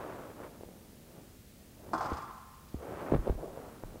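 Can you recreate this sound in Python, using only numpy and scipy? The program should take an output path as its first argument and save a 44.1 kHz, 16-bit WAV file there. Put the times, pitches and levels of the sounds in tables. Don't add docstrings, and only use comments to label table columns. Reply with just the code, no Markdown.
import sys
import numpy as np
from scipy import signal
from scipy.fft import rfft, irfft
from scipy.io import wavfile

SR = 44100
rng = np.random.default_rng(int(sys.argv[2]) if len(sys.argv) > 2 else 0)


def unload_wav(signal):
    wavfile.write(
        sys.argv[1],
        SR,
        np.round(np.clip(np.atleast_2d(signal).T, -1, 1) * 32767).astype(np.int16),
    )


N = 4 * SR


def amp(db):
    return 10 ** (np.asarray(db) / 20)


def curve_at(points, hz):
    point_hz, values = np.transpose(points)
    return np.interp(np.log(hz + 1), np.log(point_hz + 1), values)


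def colour(x, spectrum):
    gain = amp(curve_at(spectrum, np.fft.rfftfreq(len(x), 1 / SR)))
    shaped = irfft(rfft(x) * gain, len(x))
    return shaped / np.sqrt(np.mean(shaped ** 2) + 1e-20)


def add(mix, start_s, sound):
    part = mix[round(start_s * SR):][:len(sound)]
    part += sound[:len(part)]


def attack(t, rise_s):
    return 1 - np.exp(-t / rise_s)


def decay(t, t60):
    return np.exp(-np.log(1000) * t / t60)


def burst(t, spectrum, t60):
    return colour(rng.standard_normal(len(t)), spectrum) * decay(t, t60)


def ring(t, modes):
    return sum(amp(db) * decay(t, t60) * np.sin(2 * np.pi * (hz * t + rng.random()))
               for hz, db, t60 in modes)


# frequency in Hz, gain in dB.
ROOM_EQ = [(12, -33), (20, -6), (59, 3.5), (129, -2), (232, 0), (315, -15), (439, -13), (549, -13),
           (906, -25.5), (1410, -24), (1540, -22), (1770, -21), (5090, -23), (12100, -23.5), (15500, -23)]


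def room_tone():
    return amp(-56) * colour(rng.standard_normal(N), ROOM_EQ)


# time in seconds, level in dB.
FLAP_LEVELS = [(0, -54.5), (.45, -57), (.7, -58.5), (1.0, -61.5), (1.2, -55.5), (1.45, -64.5), (1.75, -61),
               (1.95, -49), (2.15, -51), (2.4, -69), (2.75, -72), (2.9, -49), (3.15, -46.5), (3.4, -53.5),
               (3.65, -56), (4, -55)]
# time in seconds, body level in dB, upper band level in dB.
SWISH_LEVELS = [(0, -46.5, -51.5), (.04, -44.5, -48.5), (.2, -48, -54.5), (.30, -49.5, -55),
                (.35, -56.5, -65), (.44, -44.5, -49), (.51, -56.5, -67.5), (.56, -58, -63), (.66, -59, -74),
                (.78, -62.5, -69), (.98, -66.5, -76.5), (1.17, -58.5, -68.5), (1.4, -72, -75),
                (1.7, -68.5, -78), (1.86, -56.5, -63.5), (1.92, -52, -64), (2.06, -42.5, -48.5),
                (2.25, -60.5, -57.5), (2.5, -79, -73), (2.761, -61, -68), (2.83, -47, -56), (2.9, -43, -52),
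                (3.0, -44, -48), (3.14, -42.5, -49.5), (3.21, -55, -58.5), (3.29, -40, -50),
                (3.36, -60, -71), (3.39, -47.5, -59), (3.44, -41.5, -62), (3.52, -49.5, -62),
                (3.61, -47.5, -58), (3.8, -58.5, -64), (4, -58, -63.5)]
# frequency in Hz, gain in dB.
FLAP_EQ = [(30, -21), (100, 0), (220, -2.5), (350, -2.5), (600, -22), (1500, -49), (4000, -68)]
BODY_EQ = [(30, -35), (150, -14.5), (280, -2), (400, 0.5), (550, 1.5), (750, -4), (1000, -13.5),
           (1600, -31.5), (4000, -43)]
UPPER_EQ = [(200, -37), (600, -16), (900, 2), (1150, 1.5), (1500, -2.5), (2000, -11), (3000, -18.5),
            (4500, -30), (9000, -64)]


def swishes():
    out, t = np.zeros(N), np.arange(N) / SR
    slips_per_s, flutter_rms_db = 2500, 0.5
    flutter_eq = [(5, 20), (40, 0), (150, -70), (600, -100)]
    flutter_db = flutter_rms_db * colour(rng.standard_normal(N), flutter_eq)
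    flap_s, flap_db = np.transpose(FLAP_LEVELS)
    swish_s, body_db, upper_db = np.transpose(SWISH_LEVELS)
    bands = [(FLAP_EQ, flap_s, flap_db), (BODY_EQ, swish_s, body_db), (UPPER_EQ, swish_s, upper_db)]
    for eq, times, levels_db in bands:
        noise = rng.standard_normal(N)
        unevenness_db = -1.5 * np.minimum(rng.exponential(1, N), 4)
        slipping = rng.random(N) < slips_per_s / SR
        rustle = colour(noise * amp(unevenness_db) * slipping, eq)
        out += rustle * amp(np.interp(t, times, levels_db) + flutter_db)
    return out


# start in seconds, knock peak in dB, pitch in Hz,
# cycles to die by 60 dB, slap level in dB.
FOOTFALLS = [(0.609, -36.5, 446, 3.9, -54), (.634, -34, 407, 2.5, -45), (.688, -42, 380, 3, -53),
             (.932, -49, 332, 2.2, -68), (1.195, -53, 330, 3, -60), (1.277, -48, 295, 3, -67),
             (2.117, -26, 313, 5.5, -42), (2.1222, -29.5, 510, 4.9, -35), (2.7433, -26.5, 217, 2.15, -46),
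             (3.1189, -20, 494, 1.3, -32), (3.1218, -13, 343, 2.1, -37), (3.1368, -16.5, 417, 2.05, -36),
             (3.1405, -21, 250, 2.4, -34), (3.1439, -21, 396, 2.5, -44), (3.1475, -29, 400, 2.3, -30),
             (3.153, -22, 280, 1.4, -48), (3.162, -22.5, 336, 1, -37), (3.2707, -23.5, 430, 1.9, -48),
             (3.2759, -22, 440, 5.5, -36.5), (3.2951, -24.5, 385, 2.1, -55),
             (3.2969, -19.5, 316, 1.64, -38.5), (3.433, -31.5, 470, 6.9, -54), (3.574, -32, 524, 8.4, -44),
             (3.8365, -26, 410, 0.66, -51), (3.942, -42.5, 328, 2.5, -57), (3.958, -33, 390, 1.23, -58)]
# frequency in Hz, gain in dB.
SLAP_EQ = [(60, -19), (300, -19), (700, 9), (1300, -0.5), (2200, -11), (4000, -23), (9000, -52)]


def shoes():
    out, t = np.zeros(N), np.arange(SR // 10) / SR
    rise_cycles = 0.51
    for start_s, knock_db, hz, cycles, slap_db in FOOTFALLS:
        soft_onset = 1 - np.exp(-(t * hz / rise_cycles) ** 2)
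        knock = np.sin(2 * np.pi * hz * t) * decay(t, cycles / hz) * soft_onset
        slap = burst(t, SLAP_EQ, t60=0.019) * attack(t, rise_s=0.0002)
        add(out, start_s, amp(knock_db) * knock / abs(knock).max() + amp(slap_db) * slap)
    return out


# start in seconds, clang gain in dB, bright edge gain in dB,
# centre of the clang in Hz, its spread either side in octaves.
BLADE_HITS = [(1.933, -29, -42, 800, 1.9), (1.9385, -30.5, -47.5, 810, 1.3), (1.9452, -40, -59, 800, 2),
              (1.952, -34.5, -70, 1300, 0.48), (1.960, -41.5, -65, 1330, .3),
              (1.978, -40, -45.5, 1500, 0.41), (2.0082, -28.5, -45, 820, 0.35),
              (2.025, -56, -45, 1100, 0.63), (2.044, -51, -49, 850, 0.57), (2.057, -34.5, -46, 1020, 0.22),
              (2.099, -38, -50.5, 1120, 0.24), (2.131, -48, -46.5, 1100, 0.36),
              (2.169, -43, -47, 1080, 0.36), (2.177, -38, -52, 1090, 0.11), (2.219, -57, -52, 1080, .3),
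              (2.686, -73, -57, 1100, .5)]
# pitch in Hz, relative level in dB, seconds to die by 60 dB.
GUARD_MODES = [(612, -7, 0.13), (668, -4, 0.11), (752, -3, 0.14), (844, -0.5, 0.087), (889, -7, 0.24),
               (1033, -10.5, 0.27), (1060, -9.5, .35), (1157, -13.5, 0.36), (1178, -6, 0.2),
               (1304, -5, 0.23), (1365, -3, 0.075), (1391, -4, 0.13), (1533, -11.5, 0.13)]
STEEL_MODES = [(2454, -15, .1), (3376, -17, 0.54), (4333, -6, 0.083), (4830, -16, .35), (4900, -9, .1),
               (4985, -7.5, 0.15), (5200, -7, 0.075), (5350, -15, 0.16), (6420, -13, .12)]
# frequency in Hz, gain in dB.
CLACK_EQ = [(40, -29), (150, -2), (320, -16), (480, -15), (800, 7), (1250, 3.5), (1550, -7), (2100, -19.5),
            (3500, -42), (9000, -60)]
SCRAPE_EQ = [(800, -19), (2200, -5), (3800, -0.5), (5100, 1.5), (6500, -3), (8500, -7.5), (12000, -21),
             (16000, -21)]


def blade():
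    out, t = np.zeros(N), np.arange(SR) / SR
    for start_s, clang_db, edge_db, centre_hz, spread_octaves in BLADE_HITS:
        struck_modes = []
        for hz, db, t60 in GUARD_MODES:
            off_centre = np.log2(hz / centre_hz) / spread_octaves
            struck_modes.append((hz, db - 10 * np.log10(1 + off_centre ** 4), t60))
        clang = amp(-4) * ring(t, struck_modes) + amp(-2) * burst(t, CLACK_EQ, t60=0.08)
        edge = amp(-9.5) * ring(t, STEEL_MODES) + amp(-7) * burst(t, SCRAPE_EQ, t60=0.11)
        hit = amp(clang_db) * clang + amp(edge_db) * edge
        add(out, start_s, hit * attack(t, rise_s=0.00059))
    return out


# pitch in Hz, relative level in dB, seconds to die by 60 dB.
THRUST_MODES = [(160, -8.5, 0.05), (238, -2, 0.11), (320, 3, 0.11)]


def thrust():
    out, t = np.zeros(N), np.arange(SR // 2) / SR
    knock = amp(-32.5) * ring(t, THRUST_MODES) * attack(t, rise_s=0.0012)
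    add(out, start_s=1.9345, sound=knock)
    return out


# start in seconds, level in dB, pitch in Hz, seconds to die by 60 dB.
FLOOR_THUDS = [(2.124, -27.5, 74, .11), (2.749, -30.5, 68, .13), (3.123, -21.5, 138, 0.11),
               (3.149, -26.5, 54, 0.2), (3.151, -23, 140, .08), (3.183, -29, 100, 0.05),
               (3.188, -22.5, 40.7, 0.13), (3.299, -18, 62, 0.093), (3.2906, -27.5, 44.4, .1),
               (3.325, -30, 100, .05), (3.353, -32, 38, 0.17), (3.845, -40, 34.6, 0.41),
               (3.846, -40, 112, 0.085)]


def boards():
    out, t = np.zeros(N), np.arange(SR // 2) / SR
    for start_s, db, hz, t60 in FLOOR_THUDS:
        envelope = attack(t, rise_s=0.0012) * decay(t, t60)
        add(out, start_s, amp(db) * envelope * np.sin(2 * np.pi * hz * t))
    return out


# frequency in Hz, seconds to die by 60 dB.
HALL_DECAY = [(60, 1.3), (300, 1.3), (700, 1.31), (1100, 1.34), (1800, 1.33), (5000, 1), (12000, 0.32)]
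# frequency in Hz, gain in dB.
HALL_EQ = [(60, -4.5), (300, -5), (600, -12), (850, -2.5), (1100, 4), (1400, -1.5), (2000, 4.5),
           (5000, -7.5), (12000, -3)]


def hall(send):
    hz, t, noise_bands = signal.stft(rng.standard_normal(SR + SR // 2), SR, nperseg=512)
    dying_bands = noise_bands * decay(t, curve_at(HALL_DECAY, hz)[:, None]) * attack(t, rise_s=0.015)
    plain_tail = signal.istft(dying_bands, SR)[1]
    coloured_tail = signal.istft(dying_bands * amp(curve_at(HALL_EQ, hz))[:, None], SR)[1]
    return signal.fftconvolve(send, coloured_tail / np.linalg.norm(plain_tail))[:N]


def scene():
    steel = blade()
    feet = shoes() + boards()
    reverb = hall(amp(-6) * steel + amp(-18) * feet)
    return (room_tone() + steel + thrust() + feet + swishes() + reverb)[None]


def record(dry):
    cutoff_hz = 15800
    lowpass = signal.firwin(1023, cutoff_hz, window=("kaiser", 9), fs=SR)
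    return signal.oaconvolve(dry, lowpass[None], "same")


dry = scene()
out = record(dry)
unload_wav(out)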